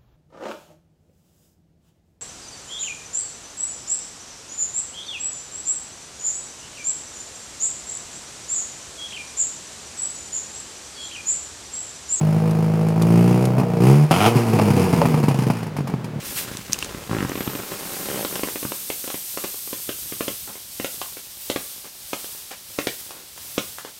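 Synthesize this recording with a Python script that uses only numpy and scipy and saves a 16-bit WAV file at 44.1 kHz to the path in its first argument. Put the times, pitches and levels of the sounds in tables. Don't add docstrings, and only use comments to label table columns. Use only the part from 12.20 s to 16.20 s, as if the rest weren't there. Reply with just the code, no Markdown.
import sys
import numpy as np
from scipy import signal
from scipy.fft import rfft, irfft
from scipy.io import wavfile

SR = 44100
rng = np.random.default_rng(int(sys.argv[2]) if len(sys.argv) > 2 else 0)


def transcribe(u):
    v = np.clip(np.atleast_2d(u).T, -1, 1)
    q = np.round(v * 32767).astype(np.int16)
    wavfile.write(sys.argv[1], SR, q)


N = 176400
T = np.arange(N) / SR
PUFF_RISE_S, PUFF_FALL_S, RATTLE_S = .001, .008, .008
POP_S = .02

# time in seconds, firings per second.
REVS = [(0, 51.6), (.19, 53.5), (.73, 53.9), (.96, 57.3), (1.26, 63), (1.35, 62.5), (1.47, 59.3),
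        (1.59, 57.8), (1.68, 65.8), (1.78, 73.8), (1.85, 76.3), (1.91, 77), (2.02, 104), (2.11, 118),
        (2.18, 119), (2.35, 108), (2.53, 98.5), (2.78, 84), (3.0, 74), (3.3, 60), (3.6, 47), (3.8, 41),
        (4, 36)]
# time in seconds, thump in dB, bark in dB, gas hiss in dB.
EFFORT = [(0, -16.5, -31.5, -40), (.75, -17, -29.5, -42.5), (.96, -8.5, -26, -33),
          (1.22, -12.5, -25, -36.5), (1.38, -16, -30.5, -49), (1.42, -17.5, -27, -45),
          (1.46, -18.5, -33.5, -45), (1.585, -19, -31, -41.5), (1.61, -10, -26.5, -32),
          (1.69, -6, -21, -26), (1.77, -12, -27, -34), (1.84, -16, -27.5, -35), (1.86, -35, -44, -42),
          (1.90, -32, -39, -39.5), (1.92, -14, -33, -25), (1.98, -17.5, -29.5, -26),
          (2.06, -16, -24.5, -22), (2.13, -23, -26, -34.5), (2.17, -19.5, -30, -29.5),
          (2.25, -23.5, -35.5, -35), (2.33, -14.5, -31.5, -31), (2.8, -17, -36, -32.5),
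          (3.0, -22, -38, -38.5), (3.25, -26, -40.5, -38.5), (3.38, -26.5, -49, -37.5),
          (3.53, -33, -62, -60), (3.7, -29, -52, -73), (3.87, -31, -68, -68), (4, -27.5, -63, -72)]
# time in seconds, level spread in dB.
SCATTER = [(0, 1), (.75, 1), (.95, .6), (1.25, .7), (1.4, 1.6), (1.58, 1.4), (1.65, .4), (1.85, .4),
           (1.95, 1.4), (2.18, 1.6), (2.3, 3), (2.8, 3), (3.3, 2), (4, 1.6)]
CYLINDER_DB = [1, -.8, .6, -.8]


def engine(jitter_s=.00014, first_phase=.6):
    phase = np.cumsum(curve(REVS, T)) / SR
    firing = np.arange(int(phase[-1]))
    at = np.interp(firing + first_phase, phase, T)
    chance = rng.standard_normal((400, 6))[firing]
    late, size_dice, bark_dice, gas_dice, shock_late, shock_dice = chance.T
    scatter = curve(SCATTER, at)
    at = at + jitter_s * scatter * late
    size = np.sqrt(SR / curve(REVS, at))
    size *= undb(np.resize(CYLINDER_DB, len(at)) + scatter * size_dice)
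    thump_db, bark_db, gas_db = (curve(EFFORT, at, column) for column in (1, 2, 3))
    return (thump(at, size * undb(thump_db))
            + bark(at, size * undb(bark_db + .5 * scatter * bark_dice), turbulence=.6 * scatter)
            + growl(at)
            + hiss(at, size, gas_db + gas_dice, PUFF_FALL_S, steady=.68)
            + rasp(at, size * undb(shock_dice), shock_late))


# frequency in Hz, level in dB.
OPEN_TONE = [(25, -71), (52, -41), (75, -27.5), (107, -11.5), (130, -5), (150, 3.5), (165, 0), (190, -9.5),
             (220, -9.5), (270, -20.5), (300, -12), (350, -10), (410, -12.5), (480, -32), (560, -50.5),
             (1500, -64.5)]
SHUT_TONE = [(25, -73), (52, -60), (75, -23), (105, -7), (128, 2), (155, 2.5), (185, -7), (225, -3.5),
             (275, -18.5), (350, -21.5), (430, -41), (600, -31), (1500, -91)]


def thump(at, size, throttle_shut_s=1.88):
    powered = at < throttle_shut_s
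    return (through(pulses(at, size * powered), colour(OPEN_TONE))
            + through(pulses(at, size * ~powered), colour(SHUT_TONE)))


# frequency in Hz, level in dB.
BARK_TONE = [(100, -42.5), (300, -11), (420, 1.5), (480, 9), (530, -3), (750, 1.5), (1000, -8), (1300, -10),
             (1700, -22.5), (2500, -23), (3600, -33.5), (8000, -56.5)]


def bark(at, size, turbulence):
    wake = puffs(pulses(at, size * turbulence), PUFF_FALL_S)
    return through(pulses(at, size) + wake, piped(colour(BARK_TONE)))


# time in seconds, level in dB.
GROWL_LEVEL = [(0, -25.5), (.75, -28), (.98, -22), (1.22, -26), (1.36, -21.5), (1.59, -31.5), (1.68, -24),
               (1.75, -27), (1.85, -25.5), (1.9, -48), (2.05, -37), (2.17, -22.5), (2.26, -27.5),
               (2.8, -29.5), (3.4, -60), (4, -58)]
# frequency in Hz, level in dB.
GROWL_TONE = [(150, -42), (260, -11.5), (345, 0), (410, 1.5), (480, -9), (550, -27), (640, -5.5),
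              (800, -24.5), (1500, -61)]


def growl(at):
    size = np.sqrt(SR / curve(REVS, at)) * undb(curve(GROWL_LEVEL, at))
    return through(pulses(at, size), colour(GROWL_TONE))


# frequency in Hz, level in dB.
GAS_TONE = [(300, -32), (900, 13), (1400, 1.5), (1850, 0.5), (2500, 4), (3100, -3.5), (3700, -10.5),
            (5000, -3.5), (6200, -10.5), (7000, -9), (7800, -26), (9700, -19), (11500, -37), (15000, -39)]
SIZZLE_TONE = [(3000, -9), (7500, -3.5), (9700, 1.5), (11500, -3.5), (13200, -2), (15000, -11.5)]


def hiss(at, size, db, fall_s, steady=0):
    sizzle_db = db - 8.5 + .24 * np.minimum(db + 35.5, 0)
    return sum(through(puffs(pulses(at, size * undb(level)), fall_s, steady), colour(tone))
               for level, tone in ((db, GAS_TONE), (sizzle_db, SIZZLE_TONE)))


# time in seconds, level in dB.
RASP_LEVEL = [(1.9, -70), (1.915, -18.5), (1.95, -20.5), (1.975, -30), (2.01, -20.5), (2.05, -15.5),
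              (2.08, -23.5), (2.12, -40), (2.2, -46), (2.3, -85)]
# frequency in Hz, level in dB.
RASP_TONE = [(100, -25), (350, 10), (520, -3), (700, 10), (1000, -2.5), (1350, 6.5), (1800, -16),
             (2300, -3), (3100, -0.5), (3800, -13), (5200, -18), (8000, -44), (15000, -30)]


def rasp(at, size, late, jitter_s=.00012, tail_db=-5):
    shocks = pulses(at + jitter_s * late, size * undb(curve(RASP_LEVEL, at)))
    return through(shocks + undb(tail_db) * puffs(shocks, RATTLE_S), piped(colour(RASP_TONE)))


# start in seconds, knock in dB, crack in dB, gas hiss in dB.
POPS = [(1.382, -15, -29.5, -35), (1.398, -16.5, -29.5, -35), (1.413, -19, -34, -56),
        (1.910, -13.5, -16, -21), (2.156, -14, -35, -31.5), (2.164, -14.5, -42, -29), (2.39, -14, -23, -37),
        (2.398, -20, -18, -51), (2.571, -17, -39, -57), (2.735, -14.5, -27, -35), (2.817, -29, -13, -34.5),
        (2.855, -15.5, -23.5, -29), (2.943, -17, -25.5, -34.5), (2.987, -28, -42, -39),
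        (3.038, -15, -27, -33.5), (3.083, -11.5, -25, -28.5), (3.111, -19, -27.5, -55),
        (3.188, -19, -41, -34.5), (3.221, -20, -40, -34.5), (3.267, -17, -36, -39),
        (3.301, -15, -23, -30.5), (3.429, -28, -39, -37.5), (3.466, -28, -43, -40.5),
        (3.566, -34, -34.5, -35.5), (3.586, -22, -34, -40.5), (3.606, -22.5, -37, -45),
        (3.673, -42, -37, -36), (3.698, -25.5, -37, -41.5), (3.72, -30, -42, -49), (3.739, -19.5, -32, -46),
        (3.843, -32, -50, -38)]
# frequency in Hz, level in dB.
KNOCK_TONE = [(25, -46.5), (60, -25.5), (100, -10), (140, 5), (190, -0.5), (260, -2.5), (340, -8.5),
              (450, -10), (600, -29), (1500, -55.5)]
CRACK_TONE = [(100, -21.5), (300, 0), (500, 7.5), (800, 6.5), (1200, 3.5), (1700, -14), (2500, -5),
              (3800, -27.5), (5200, -17.5), (12000, -57)]


def afterfire(tail_db=-8):
    at, knock_db, crack_db, gas_db = np.array(POPS).T
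    size = np.sqrt(POP_S * SR)
    knock, crack = (pulses(at, size * undb(db)) for db in (knock_db, crack_db))
    return (through(knock, colour(KNOCK_TONE))
            + through(crack + undb(tail_db) * puffs(crack, RATTLE_S), piped(colour(CRACK_TONE)))
            + hiss(at, size, gas_db, fall_s=.011))


# time in seconds, level in dB.
BURBLE_LEVEL = [(2.1, -29), (2.3, -28.5), (2.85, -29), (3.3, -35), (3.4, -42)]
# frequency in Hz, level in dB.
BURBLE_TONE = [(70, -31), (130, -1), (190, -3), (280, 1.5), (400, 0), (470, -4), (540, -14.5), (750, -11),
               (1200, -17.5), (1800, -26.5), (5000, -34.5)]


def burble(pops_per_s=70, spread_db=6):
    start, end = BURBLE_LEVEL[0][0], BURBLE_LEVEL[-1][0]
    count = int(pops_per_s * (end - start))
    late, strength = rng.random((300, 2))[:count].T
    at = start + (np.arange(count) + 2 * late) / pops_per_s
    db = curve(BURBLE_LEVEL, at) + spread_db * (2 * strength - 1)
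    return through(pulses(at, np.sqrt(SR / pops_per_s) * undb(db)), piped(colour(BURBLE_TONE)))


# start in seconds, level in dB.
SPITS = [(0.31, -43), (0.686, -44.5), (.821, -32), (1.041, -45), (1.254, -34), (2.603, -57)]


def spits():
    at, db = np.array(SPITS).T
    bright = colour([(800, 4), (2500, -5), (4300, -0.5), (7500, -3.5), (12000, -2), (15500, -31)])
    tick = pulses(at, np.sqrt(POP_S * SR) * undb(db))
    return through(.73 * tick + puffs(tick, fall_s=.004), bright)


# frequency in Hz, width in Hz, level in dB over the direct pulse.
PIPE_MODES = [(350, 25, -4), (472, 28, 1), (570, 24, -2), (682, 28, -3), (778, 35, -5), (865, 35, -8),
              (985, 40, -7)]


def piped(response):
    t = T[:len(response)]
    rings = sum(undb(db) * 2 * np.pi * width / SR * np.exp(-np.pi * width * t)
                * np.cos(2 * np.pi * hz * t) for hz, width, db in PIPE_MODES)
    return unit(response + through(response, rings))


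def street_echo(car, t60_s=.3, level_db=-16):
    t = T[:SR // 2]
    envelope = np.exp(-np.log(1000) * t / t60_s) * (1 - np.exp(-t / .005))
    return undb(level_db) * through(car, unit(rng.standard_normal(len(t)) * envelope))


def rumble(level_db=-36.5):
    dark = colour([(20, -31), (45, -26), (100, -10), (400, -10), (3000, -31), (15000, -48)])
    return undb(level_db) * through(rng.standard_normal(N), dark)


def puffs(clicks, fall_s, steady=0, size=4096):
    t = T[:size]
    burst = unit((1 - np.exp(-t / PUFF_RISE_S)) * np.exp(-t / fall_s)) ** 2
    flow = unit(np.exp(-t / POP_S)) ** 2
    power = through(clicks ** 2, (1 - steady) * burst + steady * flow)
    return np.sqrt(np.abs(power)) * rng.standard_normal(N)


def pulses(times, sizes, order=8):
    at = np.asarray(times) * SR
    index = at.astype(int)[:, None] + np.arange(1 - order, order + 1)
    offset = index - at[:, None]
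    shape = np.sinc(offset) * np.sinc(offset / order) * ((index >= 0) & (index < N))
    return np.bincount(np.clip(index, 0, N - 1).ravel(), (shape * sizes[:, None]).ravel(), N)


def colour(points, size=8192):
    hz, db = np.array(points).T
    bins_hz = np.maximum(np.arange(size // 2 + 1) * SR / size, 1)
    cepstrum = irfft(np.log(undb(np.interp(np.log(bins_hz), np.log(hz), db))))
    cepstrum[1:size // 2] *= 2
    cepstrum[size // 2 + 1:] = 0
    return unit(irfft(np.exp(rfft(cepstrum))))


def through(x, response):
    return signal.fftconvolve(x, response)[:len(x)]


def unit(response):
    return response / np.sqrt(np.sum(response ** 2))


def curve(table, t, column=1):
    rows = np.array(table)
    return np.interp(t, rows[:, 0], rows[:, column])


def undb(db):
    return 10 ** (np.asarray(db) / 20)


def scene():
    car = engine() + afterfire() + burble() + spits()
    return (car + street_echo(car) + rumble())[None]


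def record(dry, ceiling=.72, top_hz=15900):
    soft = dry / (1 + (dry / ceiling) ** 4) ** .25
    return signal.sosfilt(signal.ellip(10, .2, 80, top_hz, fs=SR, output="sos"), soft)


dry = scene()
out = record(dry)
transcribe(out)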